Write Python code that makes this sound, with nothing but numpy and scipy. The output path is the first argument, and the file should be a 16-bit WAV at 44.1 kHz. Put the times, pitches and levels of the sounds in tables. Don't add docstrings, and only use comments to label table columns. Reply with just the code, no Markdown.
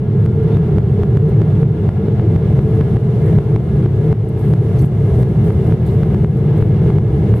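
import sys
import numpy as np
from scipy import signal
from scipy.fft import rfft, irfft, next_fast_len
from scipy.io import wavfile
from scipy.ndimage import uniform_filter1d, minimum_filter1d

SR = 44100
rng = np.random.default_rng(int(sys.argv[2]) if len(sys.argv) > 2 else 0)


def transcribe(u):
    v = np.clip(np.atleast_2d(u).T, -1, 1)
    q = np.round(v * 32767).astype(np.int16)
    wavfile.write(sys.argv[1], SR, q)


N = 326340
T = np.arange(N) / SR
FFT_SIZE = next_fast_len(N)
HZ = np.maximum(np.arange(FFT_SIZE // 2 + 1) * SR / FFT_SIZE, 1)

# (frequency [Hz], correlation [ratio])
CORRELATION = [(30, .98), (60, .993), (200, .993), (400, .97), (700, .88), (1200, .63), (2000, .45),
               (3200, .2), (5000, -.05), (15000, .03)]
# (frequency [Hz], left minus right [dB])
BALANCE = [(60, 0.5), (130, -0.5), (290, -0.5), (640, 1.5), (1410, -1), (3100, -0.5), (6820, 0.5),
           (15000, 2)]
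# (time [s], boom level [dB], hiss level [dB], boom left minus right [dB])
CABIN_SWELL = [(0, -11, -66, -0.2), (.55, -11, -65, 0.3), (1.6, -10.5, -64, 0), (1.95, -12.5, -65.5, 0.5),
               (2.249, -11.5, -65.5, 0.5), (2.7, -12, -62.5, 0.8), (3.651, -12, -63, 0.2),
               (4.1, -11.5, -63.5, 1), (4.7, -12.5, -61.5, .5), (5.5, -12, -62.5, .5),
               (5.95, -12, -63, 0.7), (6.4, -12, -64.5, 1), (7.4, -12.5, -64, 0)]
# (frequency [Hz], nominal width [Hz], start weight [dB], end weight [dB])
CABIN_MODES = [(78.7, 35, -10, -8), (112, 25, 0.5, -0.5), (139.7, 25, -3.5, -5), (153.6, 22.3, -3.5, -4),
               (201, 20, -7.5, -8.5), (322, 15, -17, -15), (313, 21, -22, -22), (354.3, 30, -21, -19),
               (383.8, 18, -15, -13.5), (410.6, 20, -15, -16.5), (435.8, 18, -13, -19.5),
               (446.7, 14, -14.5, -16), (492.5, 22, -29, -23)]
# (frequency [Hz], relative level [dB])
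WALL_SPECTRUM = [(260, -33.5), (450, -9), (520, -12), (560, -11), (1490, -29), (1650, -29), (1810, -31.5),
                 (2100, -31), (2460, -34), (2760, -34.5), (7000, -55), (9100, -88.5), (15400, -120)]
# (frequency [Hz], width [Hz], boost [dB])
TRIM_MODES = [(750, 160, 3), (1280, 46, 2.5), (1665, 30, 5), (1960, 120, 1), (2630, 200, 1),
              (3520, 420, 3.5), (4150, 300, 2.5)]
# (frequency [Hz], relative level [dB])
VENT_SPECTRUM = [(2940, -23.5), (5000, -9), (7340, -10), (9380, -7.5), (11400, -8.5), (14900, -22),
                 (15300, -26), (15500, -37.5)]
# (harmonic [number], level [dB])
WHINE_HARMONICS = [(21, -89), (23, -89), (24, -86), (25, -91), (26, -84), (27, -88), (28, -91), (29, -92),
                   (30, -100)]
# (frequency [Hz], width per stage [Hz], start level [dB], end level [dB])
FAN_BANDS = [(1394, 30, -52.5, -66), (1664, 24, -56.5, -61), (2100, 120, -62.5, -56.5),
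             (2858, 20, -70, -68)]
# (time [s], relative speed [ratio])
FAN_SPEED_CURVE = [(0, 1), (2, 1), (4, 1.002), (5.6, .995), (6.8, 1.006), (7.4, 1.002)]
# (time [s], level [dB], fade [s], left minus right [dB])
CLOTH_SWISHES = [(0.256, -51, 0.007, -1), (.437, -59, .01, 1), (.577, -57, .012, -0.5),
                 (1.481, -57, .008, 1), (2.709, -57, .008, 4), (1.291, -56, 0.022, -2),
                 (2.755, -60, .045, -1), (3.268, -56.5, 0.036, 1), (4.289, -50, 0.012, 3),
                 (4.39, -63, 0.06, 5), (4.46, -59.5, 0.22, 5), (4.793, -52, 0.018, 5),
                 (4.818, -51, 0.027, 6), (4.856, -50, 0.033, 2), (5.17, -60.5, 0.11, 5),
                 (5.22, -58, .04, 5), (5.46, -56, 0.071, 1), (5.524, -52, .005, 3), (5.678, -60, .07, 2),
                 (5.868, -52.5, 0.028, 8), (5.916, -58.5, .09, 2), (6.373, -60, 0.037, -2),
                 (6.576, -57, .015, -1), (6.617, -61, 0.14, -2), (7.37, -57, 0.066, 3)]
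# (time [s], gain the scene falls to [dB], kick level [dB], added snap [dB])
TICK_EVENTS = [(0.2621, -2.5, -7.5, 2.5), (0.5705, -1.5, -7.5, 2), (0.784, -3, -5.5, 1),
               (1.0345, -2, -5, -1), (1.1723, -2.5, -6, 2), (1.4182, -1.5, -6, 1.5),
               (1.6311, -3.5, -5.5, 0.5), (1.891, -2.5, -5.5, 0), (2.084, -1, -11, -1),
               (2.197, -0.5, -6.5, -18), (2.362, -1, -7, 1), (2.5917, -1.3, -5.5, 0),
               (2.8111, -0.5, -3.5, -2), (2.969, -2.5, -8, -2), (3.387, -1.5, -4.5, -3),
               (3.5619, -3, -4.5, -1), (3.8614, -2.5, -7, -5), (4.128, -5.5, -6.5, 1),
               (4.5376, -2, -7, 3.5), (4.846, -3, -6, -3), (5.2318, -1, -11, 7), (5.5055, -0.1, -6.5, -9),
               (5.7233, 2.5, -5, -3), (5.746, -2, -19, -5), (6.0333, 0, -5.5, 1), (6.1456, 0, -7.5, 1.5),
               (6.246, -3.5, -4.5, -3), (6.6253, -0.5, -4.5, -7), (6.903, 1, -6, -3), (6.985, -2, -5.5, 0),
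               (7.3398, 0.8, -5, -5)]
# (time [s], level [dB], length [s], frequency [Hz], width per stage [Hz])
TRIM_CREAKS = [(0.535, -52.5, 0.044, 3600, 130), (3.267, -45, .05, 1910, 300), (3.3, -50, 0.023, 1900, 300),
               (3.331, -50, .02, 2300, 300), (3.354, -46.5, 0.022, 2000, 200),
               (4.796, -54, 0.018, 5930, 900), (4.798, -55, .03, 4400, 700),
               (5.885, -54.5, 0.05, 3900, 1500)]
# (frequency [Hz], width [Hz], depth [0-1])
TREBLE_NOTCHES = [(2500, 90, .85), (7500, 130, .8)]

PAN = np.array([[.5], [-.5]])


def amp(db):
    return 10 ** (np.asarray(db) / 20)


def spectrum(points):
    hz, value = np.transpose(points)
    return np.interp(np.log(HZ), np.log(hz), value)


def resonance(hz, width):
    return 1 / np.sqrt(1 + ((HZ ** 2 - hz ** 2) / (HZ * width)) ** 2)


def drift(corner_hz):
    hop, settle = 40, 2000
    pole = np.exp(-2 * np.pi * corner_hz * hop / SR)
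    white = rng.standard_normal(N // hop + settle + 2)
    slow = signal.lfilter([1], [1, -2 * pole, pole ** 2], white)[settle:]
    return np.interp(np.arange(N) / hop, np.arange(len(slow)), slow / slow.std())


def impulses(per_s):
    return rng.standard_normal(N) * (rng.random(N) < per_s / SR)


def stereo_noise(shape):
    mid, side = rfft(rng.standard_normal((2, FFT_SIZE))) * shape
    alike, lean = spectrum(CORRELATION), amp(spectrum(BALANCE) / 2)
    mid, side = np.sqrt(1 + alike) * mid, np.sqrt(1 - alike) * side
    pair = irfft([(mid + side) * lean, (mid - side) / lean], FFT_SIZE)[:, :N]
    return pair / pair.mean(0).std()


def engine_boom(level_db, surge_db=3, surge_s=.0029):
    power = sum(amp(weights_db)[:, None] ** 2 * resonance(hz, 1.47 * width) ** 4
                for hz, width, *weights_db in CABIN_MODES)
    early, late = map(stereo_noise, np.sqrt(power))
    roar = np.sqrt(1 - T / T[-1]) * early + np.sqrt(T / T[-1]) * late
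    surge = sum(np.exp(-.5 * ((T - s) / surge_s) ** 2) for s, *_ in TICK_EVENTS)
    return amp(level_db + surge_db * surge) * roar


def wall_rush(level_db):
    lift_db = sum(db * resonance(hz, width) ** 2 for hz, width, db in TRIM_MODES)
    return amp(level_db + .6 * drift(8)) * stereo_noise(amp(spectrum(WALL_SPECTRUM) + lift_db))


def vent_hiss(level_db):
    return amp(level_db + .71 * drift(7.4)) * stereo_noise(amp(spectrum(VENT_SPECTRUM)))


def electrical_whine(pulse_hz=510.52):
    return sum(np.sqrt(2) * amp(db) * np.sin(2 * np.pi * (k * pulse_hz * T + rng.random()))
               for k, db in WHINE_HARMONICS)


def fan_tones():
    warped_s = np.cumsum(np.interp(T, *np.transpose(FAN_SPEED_CURVE))) / SR
    bands = sum(amp(np.linspace(start_db, end_db, N)) * stereo_noise(resonance(hz, width) ** 2)
                for hz, width, start_db, end_db in FAN_BANDS)
    return np.array([np.interp(warped_s, T, channel) for channel in bands])


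def cloth_rustles(band_hz=(7460, 14200), rise_share=.7):
    grains = impulses(per_s=900)
    rubbing = rng.standard_normal((2, N)) * amp(1.3 * drift(150))
    bandpass = signal.butter(3, band_hz, "band", fs=SR, output="sos")
    band = signal.sosfilt(bandpass, rubbing + amp(-6.5) * grains / grains.std())
    envelope = np.zeros((2, N))
    for s, db, fade_s, pan_db in CLOTH_SWISHES:
        offset = 3 * (T - s) / np.where(T < s, rise_share * fade_s, fade_s)
        envelope += amp(db + pan_db * PAN) / np.cosh(np.clip(offset, -50, 50))
    return envelope * band / band.std()


def ticks(x, rise_s=.00013, fade_s=.00074, crossover_hz=3360, edge_hz=12000):
    tick_s, _, kick_db, snap_db = np.transpose(TICK_EVENTS)
    at, kicks = (tick_s * SR).astype(int), np.zeros((2, N))
    kicks[:, at] = np.sign(x[0, at]) * amp([kick_db, kick_db - 4 + snap_db])
    share, wait = rng.random((len(at), 2)).T
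    kicks[:, at + 1 + (wait * .0012 * SR).astype(int)] = .3 * (2 * share - 1) * kicks[:, at]
    t = np.arange(SR // 50) / SR
    pulse = np.exp(-t / fade_s) - np.exp(-t / rise_s)
    body, snap = signal.fftconvolve(kicks, [pulse], axes=1)[:, :N]
    dull_body, dull_snap = signal.lfilter(*signal.butter(2, crossover_hz, fs=SR), [body, snap])
    edge = amp(-1.5) * signal.lfilter(*signal.butter(2, edge_hz, "high", fs=SR), snap)
    return dull_body + snap - dull_snap + edge


def level_sag(x, start_db=-4.5, creep_db_per_s=19.5, drop_s=.00094):
    tick_s, low_db, *_ = np.transpose(TICK_EVENTS)
    ramp_s, low_db = np.append(0, tick_s), np.append(start_db, low_db)
    last = np.searchsorted(ramp_s, T, "right") - 1
    sawtooth_db = low_db[last] + creep_db_per_s * (T - ramp_s[last])
    pole = np.exp(-1 / (drop_s * SR))
    return x * amp(start_db + signal.lfilter([1 - pole], [1, -pole], sawtooth_db - start_db))


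def creaks():
    sound, slips = np.zeros(N), impulses(per_s=6000)
    for s, db, length, hz, width in TRIM_CREAKS:
        peak = signal.iirpeak(hz, hz / width, fs=SR)
        ring = signal.lfilter(*peak, signal.lfilter(*peak, slips))
        sound += amp(db) * ring / ring.std() * np.exp(-4 * ((T - s) / length) ** 2)
    return sound


def limiter(x, threshold_db=-4.5, squeeze=.6, window_s=.006):
    size = int(window_s * SR)
    over_db = np.maximum(20 * np.log10(np.abs(x).max(0) + 1e-9) - threshold_db, 0)
    held_db = -minimum_filter1d(-over_db, size)
    smooth_db = uniform_filter1d(uniform_filter1d(held_db, size), size)
    return x * amp(-squeeze * smooth_db)


def scene():
    s, *levels = np.transpose(CABIN_SWELL)
    boom_db, hiss_db, pan_db = [np.interp(T, s, column) for column in levels]
    return (engine_boom(boom_db + pan_db * PAN) + wall_rush(level_db=-35) + electrical_whine()
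            + vent_hiss(hiss_db) + fan_tones() + cloth_rustles() + creaks())


def record(dry):
    x = limiter(level_sag(dry)) + ticks(dry)
    for hz, width, depth in TREBLE_NOTCHES:
        x = x - depth * signal.lfilter(*signal.iirpeak(hz, hz / width, fs=SR), x)
    return signal.sosfilt(signal.ellip(10, .5, 60, 15700, fs=SR, output="sos"), x)


dry = scene()
out = record(dry)
transcribe(out)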